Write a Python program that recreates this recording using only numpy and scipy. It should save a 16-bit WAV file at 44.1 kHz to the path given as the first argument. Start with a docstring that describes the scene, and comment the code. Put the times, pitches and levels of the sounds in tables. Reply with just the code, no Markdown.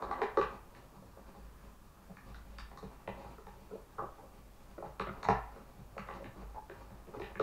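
"""Flat plastic cases are rummaged through on the floor of a small bedroom, a metre or two below the microphone.
Knocks and shoves are short contacts, and sliding is a stream of tiny clicks; both set the tones of the cases
and the floor ringing. The walls answer with a few dull echoes and a fading tail.
Room tone, made of filtered noise, and a thin electronic whine lie under it all."""
import sys
import numpy as np
from scipy import signal
from scipy.io import wavfile

SR = 44100
rng = np.random.default_rng(int(sys.argv[2]) if len(sys.argv) > 2 else 0)


def store_wav(level_fs):
    """Save 16-bit WAV to argv[1]."""
    pcm = np.round(np.clip(np.atleast_2d(level_fs), -1, 1) * 32767)
    wavfile.write(sys.argv[1], SR, pcm.T.astype(np.int16))


N = 327295   # length in samples


def amp(db):
    """Turn decibels into a gain."""
    return 10 ** (np.asarray(db) / 20)


def rms_one(x):
    """Scale to an rms of 1."""
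    return x / np.sqrt(np.mean(x ** 2) + 1e-20)


def at_hz(points, hz):
    """Read a value between the rows of a (Hz, value) table, on a log-frequency axis."""
    table_hz, values = np.array(points).T
    return np.interp(np.log(hz), np.log(table_hz), values)


def drift(rate_hz):
    """Slow random wander with a spread of 1: noise smoothed twice by a one-pole low-pass."""
    step = 40   # one noise value every 40 samples, joined by straight lines
    pole = np.exp(-2 * np.pi * rate_hz * step / SR)
    noise = rng.standard_normal(N // step + 2002)
    slow = signal.lfilter([1], [1, -2 * pole, pole * pole], noise)[2000:]   # drop the start-up
    return np.interp(np.arange(N) / step, np.arange(len(slow)), rms_one(slow))


def bandpass(x, low_hz, high_hz):
    """Keep what lies between two frequencies."""
    return signal.sosfilt(signal.butter(2, [low_hz, high_hz], "band", fs=SR, output="sos"), x)


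def bands(white):
    """Cut half-octave bands from two noises in turn, so that neighbours differ: (centre Hz, band)."""
    lows = 7 * 2 ** np.arange(0, 11.5, .5)
    highs = np.append(lows[1:], .45 * SR)
    for k, (low, high) in enumerate(zip(lows, highs)):
        yield np.sqrt(low * high), bandpass(white[k % 2], low, high)


# Knocks of case on case, before each part's own response.
# Each row: start in seconds, levels of hollow box, lid, edge, clasp tick and floor thud in dB,
# favoured pitch of the box in Hz, favoured pitch of the lid or edge in Hz.
KNOCK_EVENTS = [(0.023, -34.5, -33.5, -45, -59, -57, 455, 1050),
                (0.112, -44, -31, -41, -58, -75, 441, 1050), (0.141, -55, -46, -47, -78, -67, 549, 1000),
                (0.19, -35, -41, -53, -71, -61, 541, 961), (0.217, -23.5, -28.5, -31, -51, -58, 450, 1080),
                (0.372, -18.5, -25.5, -35.5, -51.5, -54, 426.4, 1210),
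                (0.414, -42, -34, -39, -53, -51, 415, 1140),
                (0.749, -64, -70, -52.5, -68, -73, 291.4, 1770),
                (1.024, -54.5, -60, -81, -82, -61, 540, 880), (1.172, -50, -55, -66, -85, -61, 608, 807),
                (1.35, -46.5, -57, -75, -71, -63, 301, 856), (2.169, -68, -50.5, -50, -71, -63, 283, 1280),
                (2.345, -64, -48.5, -54.5, -60.5, -61.5, 318, 1450),
                (2.585, -64, -43.5, -47, -53, -77, 556, 1330),
                (2.714, -47.5, -47.5, -55, -72, -58, 530, 800),
                (2.774, -56, -49.5, -57.5, -58, -59, 544, 1210), (2.828, -37, -53, -62, -66, -44, 440, 789),
                (3.076, -28.5, -36, -45, -64.5, -47, 556, 835),
                (3.244, -40.5, -43.5, -61, -76, -56.5, 560, 826),
                (3.382, -46, -52, -63, -73, -69, 445.6, 1190),
                (3.468, -46.5, -43.5, -57, -69, -60, 530, 830),
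                (3.991, -38, -37.5, -61, -82, -62, 540, 1160), (4.022, -30.5, -39, -66, -78, -53, 600, 834),
                (4.825, -32.5, -42.5, -70, -73, -54, 640, 850),
                (4.997, -30.5, -31, -39.5, -51, -45, 470, 1120),
                (5.23, -38, -33.5, -43, -48, -69, 565, 1210), (5.249, -32.5, -31, -43, -65, -46, 650, 980),
                (5.287, -23, -21, -31.5, -46.5, -33, 447, 990),
                (5.305, -49, -29, -42.5, -60, -49, 681, 790), (5.56, -47, -49, -69, -76, -72, 526, 1130),
                (5.779, -48.5, -60, -77, -70, -48.5, 423, 851),
                (5.966, -33, -46, -68, -73, -49.5, 673, 721),
                (5.98, -48, -36.5, -45, -58, -45.5, 688, 1190), (6.074, -50, -55, -58, -68, -53, 556, 721),
                (6.087, -41.5, -38, -47.5, -71, -67, 545, 1020),
                (6.111, -45, -44, -51, -67, -65, 559, 1030), (6.138, -56, -54, -54, -61, -56, 624, 969),
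                (6.243, -40, -50, -45.5, -63, -60, 310, 754),
                (6.697, -39.5, -48.5, -43, -73, -57, 475, 1540),
                (6.904, -51, -55, -61, -79, -51.5, 540, 791), (7.198, -33, -44, -50, -60, -57, 400, 950),
                (7.219, -40, -49, -45.5, -65, -60, 444, 743), (7.244, -48, -49, -44, -62, -61, 536, 1140),
                (7.355, -44, -52, -44.5, -73, -46, 452, 1840),
                (7.397, -21, -28.5, -40, -55, -42, 433, 1290)]
# Shoves, where a case is pushed against the pile in a run of soft touches.
# Each row: start in seconds, levels of hollow box, lid, edge and floor thud in dB,
# favoured pitch of the box in Hz, favoured pitch of the lid or edge in Hz.
SHOVE_EVENTS = [(0.062, -53, -46, -66, -62, 549, 910), (0.092, -41, -57, -67, -61, 630, 1020),
                (0.825, -52, -76, -78, -58.5, 549, 1050), (0.957, -58, -54, -74, -50.5, 280, 1050),
                (2.097, -41.5, -66, -75, -50, 646, 733), (3.711, -37, -50.5, -76, -52.5, 454.7, 981),
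                (3.754, -36, -55, -68, -70, 619, 807), (3.982, -36, -34.5, -67, -50, 452, 1146),
                (4.183, -47, -49.5, -73, -59, 510, 870), (4.226, -45.5, -59, -82, -70, 611, 850),
                (4.779, -33, -45, -62, -53.5, 446, 1038), (4.848, -36, -50, -61, -49, 610, 853),
                (5.07, -33.5, -34, -42.5, -46.5, 538.7, 1390), (5.328, -52, -47, -45, -50, 522, 875),
                (6.197, -36, -51, -68, -57, 540, 799), (6.258, -49, -56, -66, -53.5, 630, 915),
                (6.357, -44, -52, -72, -61, 343.7, 1090), (6.419, -46, -52, -63, -57, 420, 1040),
                (6.544, -45, -44, -63, -63, 575.3, 872), (6.559, -44, -44.5, -76, -62, 616, 860),
                (7.07, -37.5, -66, -58.5, -60, 429.4, 864), (7.138, -38.5, -43, -57, -60, 479, 939),
                (7.168, -36, -58, -58, -52, 440, 756)]
# Usual pitch when the other of the two stands out. Two values: lid in Hz, edge in Hz.
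USUAL_PITCH = [1140, 1955]
EDGE_FROM_HZ = 1500      # a lid-or-edge pitch above this belongs to the edge
SHOVE_CLASP_DB = -78     # a shove barely stirs the clasps
KNOCK_MS, SHOVE_MS = 5.2, 30   # how long the contact lasts
LATER_TOUCH, SHOVE_TOUCH = 0.14, 0.32   # largest size of a knock's later touches, of a shove's touches
KNOCK_DIRECT_DB, SHOVE_DIRECT_DB = 5, 11   # extra level straight to the microphone
BOOM_DB, HEAVY_DB = -61, -54.5   # room boom under light thuds; a thud above HEAVY_DB raises it
BOOM_FOLLOWS = 0.71      # dB of boom per dB of thud above HEAVY_DB


def blows(touches):
    """A knock is one firm touch with faint ones after it; a shove is a run of soft touches."""
    shoves = np.insert(np.array(SHOVE_EVENTS, float), 4, SHOVE_CLASP_DB, axis=1)
    events = np.vstack([KNOCK_EVENTS, shoves])
    start_s, box_db, lid_db, edge_db, clasp_db, thud_db, box_hz, upper_hz = events.T
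    boom_db = BOOM_DB + BOOM_FOLLOWS * np.maximum(thud_db - HEAVY_DB, 0)

    edge_stands_out = upper_hz > EDGE_FROM_HZ
    lid_hz = np.where(edge_stands_out, USUAL_PITCH[0], upper_hz)
    edge_hz = np.where(edge_stands_out, upper_hz, USUAL_PITCH[1])

    is_knock = (np.arange(len(events)) < len(KNOCK_EVENTS))[:, None]
    chance = rng.random((len(events), 2, touches))
    later = np.arange(touches).clip(max=1)   # 0 for the first touch, 1 for the rest
    contact_s = np.where(is_knock, KNOCK_MS, SHOVE_MS) / 1000
    touch_s = start_s[:, None] + later * chance[:, 0] * contact_s
    at = np.round(touch_s * SR).astype(int).clip(max=N - 1)

    push = 2 * chance[:, 1] - 1   # either direction
    knock_size = np.where(later, LATER_TOUCH * push, 1)
    shove_size = SHOVE_TOUCH * np.where(later, push, 1)
    size = np.where(is_knock, knock_size, shove_size)
    direct_gain = amp(np.where(is_knock, KNOCK_DIRECT_DB, SHOVE_DIRECT_DB))
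    parts_db = [box_db, lid_db, edge_db, clasp_db, thud_db, boom_db]
    return parts_db, [box_hz, lid_hz, edge_hz], at, size, direct_gain


SLIPS_PER_S, SLIP_SPREAD_DB = 440, 1.5   # average rate; how uneven the click sizes are


def slips():
    """Cases sliding on each other catch and let go in many small uneven clicks; rms 1."""
    sizes = amp(SLIP_SPREAD_DB * np.minimum(rng.exponential(1, N), 4))
    sizes = sizes * rng.choice([-1, 1], N)
    return rms_one(sizes * (rng.random(N) < SLIPS_PER_S / SR))


# Hands shifting the pile. Each row: time in seconds, strength of the shuffle in dB, before each part's response.
SHUFFLE_STRENGTH = [(0.0, -40.5), (0.31, -46.5), (0.58, -60.5), (1.82, -65), (2.54, -64.5), (2.99, -56.5),
                    (3.8, -65), (4.11, -58), (4.56, -65.5), (4.83, -60.5), (4.94, -52), (5.21, -54.5),
                    (5.74, -62), (6.01, -61), (6.14, -54), (6.94, -59.5), (7.27, -46.5), (7.42, -67)]
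# How readily the parts take up the sliding. One value in dB for each of
# box, lid, edge, clasp, floor and room boom.
SLIDE_RESPONSE = [-14, -14, -32, -28, -13.5, -3.5]
# How much of the shuffle's rise and fall reaches the parts. One share, without unit, for each of
# box, lid, edge, clasp, floor and room boom.
SLIDE_SHARE = [0.92, 1.035, 0.41, 0.27, 0.054, 0.18]
SHUFFLE_MIDDLE_DB = -58   # the shuffle swings about this
SLIP_CLUMP_DB = 5         # slips come in swells, several a second


def sliding_gains():
    """The drive of the sliding on each part rises and falls with the hands and swells by chance."""
    start_s, shuffle_db = np.transpose(SHUFFLE_STRENGTH)
    swing_db = np.interp(np.arange(N) / SR, start_s, shuffle_db) - SHUFFLE_MIDDLE_DB
    base_db = SHUFFLE_MIDDLE_DB + SLIP_CLUMP_DB * drift(7.8)
    return [amp(base_db + response_db + share * swing_db)
            for response_db, share in zip(SLIDE_RESPONSE, SLIDE_SHARE)]


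def ring(clicks, hz, t60):
    """A unit click sets a sine of height 1 ringing, which falls by 60 dB in t60 seconds."""
    decay = amp(-60 / (t60 * SR))   # per sample
    turn = 2 * np.pi * hz / SR
    feedback = [1, -2 * decay * np.cos(turn), decay * decay]
    return signal.lfilter([0, np.sin(turn)], feedback, clicks + 1e-18)


# The tones (modes) that ring, in six groups: box, lid, edge, clasp, floor and room boom.
# Each row of a group: pitch in Hz, level in dB, time to fall by 60 dB in seconds.
PART_MODES = [
    [(236, -3.5, 0.041), (308.4, -4.5, 0.027), (388, -4.5, 0.041), (442, -4, 0.038), (573, 3, 0.016),
     (635, -2, 0.017)],
    [(806.4, -1.5, 0.013), (873, -3, 0.019), (1001, -1, 0.0084), (1135, -2.5, 0.012), (1290, -7.5, 0.018),
     (1452, -8, 0.016)],
    [(1535, 0, 0.0076), (1780, -4, 0.02), (1996, 3.5, 0.0093), (2062, 3.5, 0.0088), (2500, 3.5, 0.0091),
     (2485, 8, 0.0056), (2714, 8, 0.0025)],
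    [(3720, -2.5, .006), (4360, 2, 0.0039), (4580, 0, 0.0051), (5480, -1.5, 0.002), (6740, -4, 0.0025),
     (8700, -1, 0.00045)],
    [(92.5, -13, 0.033), (120.7, -4, 0.18), (149, -9.5, 0.13), (192.1, -3, 0.13)],
    [(52.9, 3.5, 0.57), (61.67, -6.5, 0.36)],
]
# How readily the parts take up a blow. One value in dB for each of box, lid, edge, clasp, floor and room boom.
BLOW_RESPONSE = [0, 8.5, 4.5, 12, -2, -5.5]
STRIKE_SPREAD_DB = 2.5   # each blow lands a little elsewhere
FOCUS_DB = 17            # loss of a mode one octave from the pitch that a blow favours


def cases():
    """Blows and slips make the modes ring: two signals, straight to the microphone and sent to the walls."""
    parts_db, favoured_hz, at, size, direct_gain = blows(touches=10)
    strike_luck = rng.standard_normal((len(at), sum(map(len, PART_MODES))))
    gains = sliding_gains()
    out, mode = np.zeros((2, N)), 0
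    for part, modes in enumerate(PART_MODES):
        sound = 0
        for hz, level_db, t60 in modes:
            # a steady drive builds up over the ring time, so divide that out
            build_up = np.sqrt(t60 * SR / np.log(1000))
            sliding = amp(level_db) * gains[part] * slips() / build_up

            blow_db = parts_db[part] + BLOW_RESPONSE[part] + level_db
            blow_db = blow_db + STRIKE_SPREAD_DB * strike_luck[:, mode]
            if part < 3:   # box, lid and edge: each blow brings out the modes near its favoured pitch
                blow_db -= FOCUS_DB * np.abs(np.log2(hz / favoured_hz[part]))
            strength = size * amp(blow_db)[:, None] * (-1) ** mode   # modes alternate in sign

            clicks = np.array([sliding, sliding])
            np.add.at(clicks[0], at, strength * direct_gain)
            np.add.at(clicks[1], at, strength)
            sound = sound + ring(clicks, hz, t60)
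            mode += 1
        # soft plastic contact: little energy far outside the modes
        out += bandpass(sound, .8 * modes[0][0], 1.3 * modes[-1][0])
    return out


# Echoes from the nearest walls. Each row: delay in seconds, level in dB.
WALL_ECHOES = [(0.0114, 2), (0.02, 0.5), (0.035, -14.5), (0.043, -9.5), (0.054, -29)]
# How long the room rings. Each row: frequency in Hz, time to fall by 60 dB in seconds.
ROOM_DECAY = [(100, 0.2), (400, 0.29), (1000, 0.46), (2500, 0.42), (5000, 0.25), (10000, 0.13)]
ROOM_DB, ROOM_RISE_S = -0.5, 0.0073   # level of the tail, time it takes to swell
ECHO_WIDTH_S = 0.00021   # soft furnishings dull each echo


def bedroom(x):
    """A few dull wall echoes, and a diffuse tail of noise that swells and dies band by band."""
    t = np.arange(SR * 3 // 4) / SR
    tail = 0
    for hz, band in bands(rng.standard_normal((2, len(t)))):
        tail = tail + band * amp(-60 * t / at_hz(ROOM_DECAY, hz))
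    tail = tail * (1 - np.exp(-(t / ROOM_RISE_S) ** 2))
    response = amp(ROOM_DB) * tail / np.sqrt(np.sum(tail ** 2))
    for delay_s, level_db in WALL_ECHOES:
        bump = np.exp(-((t - delay_s) / ECHO_WIDTH_S) ** 2)
        response += amp(level_db) * bump / np.sum(bump)
    return signal.fftconvolve(x, response)[:N]


# Colour of the room tone and hiss. Each row: frequency in Hz, relative level in dB per Hz.
TONE_COLOUR = [(8, 4), (33, 4), (42, -1), (55, 1), (80, -6), (120, -5), (200, -8), (400, -14), (690, -17),
               (880, -12), (1250, -16), (1700, -25), (2600, -29), (5000, -31.5), (15600, -33)]
# Thin electronic whine. Each row: pitch in Hz, rms level in dB.
WHINE_TONES = [(11563, -101)]
TONE_DB, TONE_FLICKER_DB = -57.5, 1.5   # rms level of the whole tone, spread of its wavering


def room_tone():
    """Rumble and murmur of the house waver slowly; the electronics' hiss above is steadier, with a whine."""
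    tone = 0
    for hz, band in bands(rng.standard_normal((2, N))):
        waver_db = TONE_FLICKER_DB * min(1, 1500 / hz) * drift(2.5)
        tone = tone + amp(at_hz(TONE_COLOUR, hz) + waver_db) * band
    whine = 0
    for hz, level_db in WHINE_TONES:
        whine = whine + amp(level_db) * np.sqrt(2) * np.sin(2 * np.pi * hz * np.arange(N) / SR)
    return amp(TONE_DB) * rms_one(tone) + whine


SHADOW_HZ = 2170   # the body between pile and microphone dulls the direct path above this


def scene():
    """The pile heard directly and through the room, over the room tone."""
    direct, sent = cases()
    direct = signal.sosfilt(signal.butter(1, SHADOW_HZ, fs=SR, output="sos"), direct)
    return (direct + bedroom(sent) + room_tone())[None]


CUTOFF_HZ = 15708


def record(dry):
    """A steep low-pass cuts off the top of the treble."""
    return signal.sosfilt(signal.ellip(14, .5, 75, CUTOFF_HZ, fs=SR, output="sos"), dry)


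dry = scene()
out = record(dry)
store_wav(out)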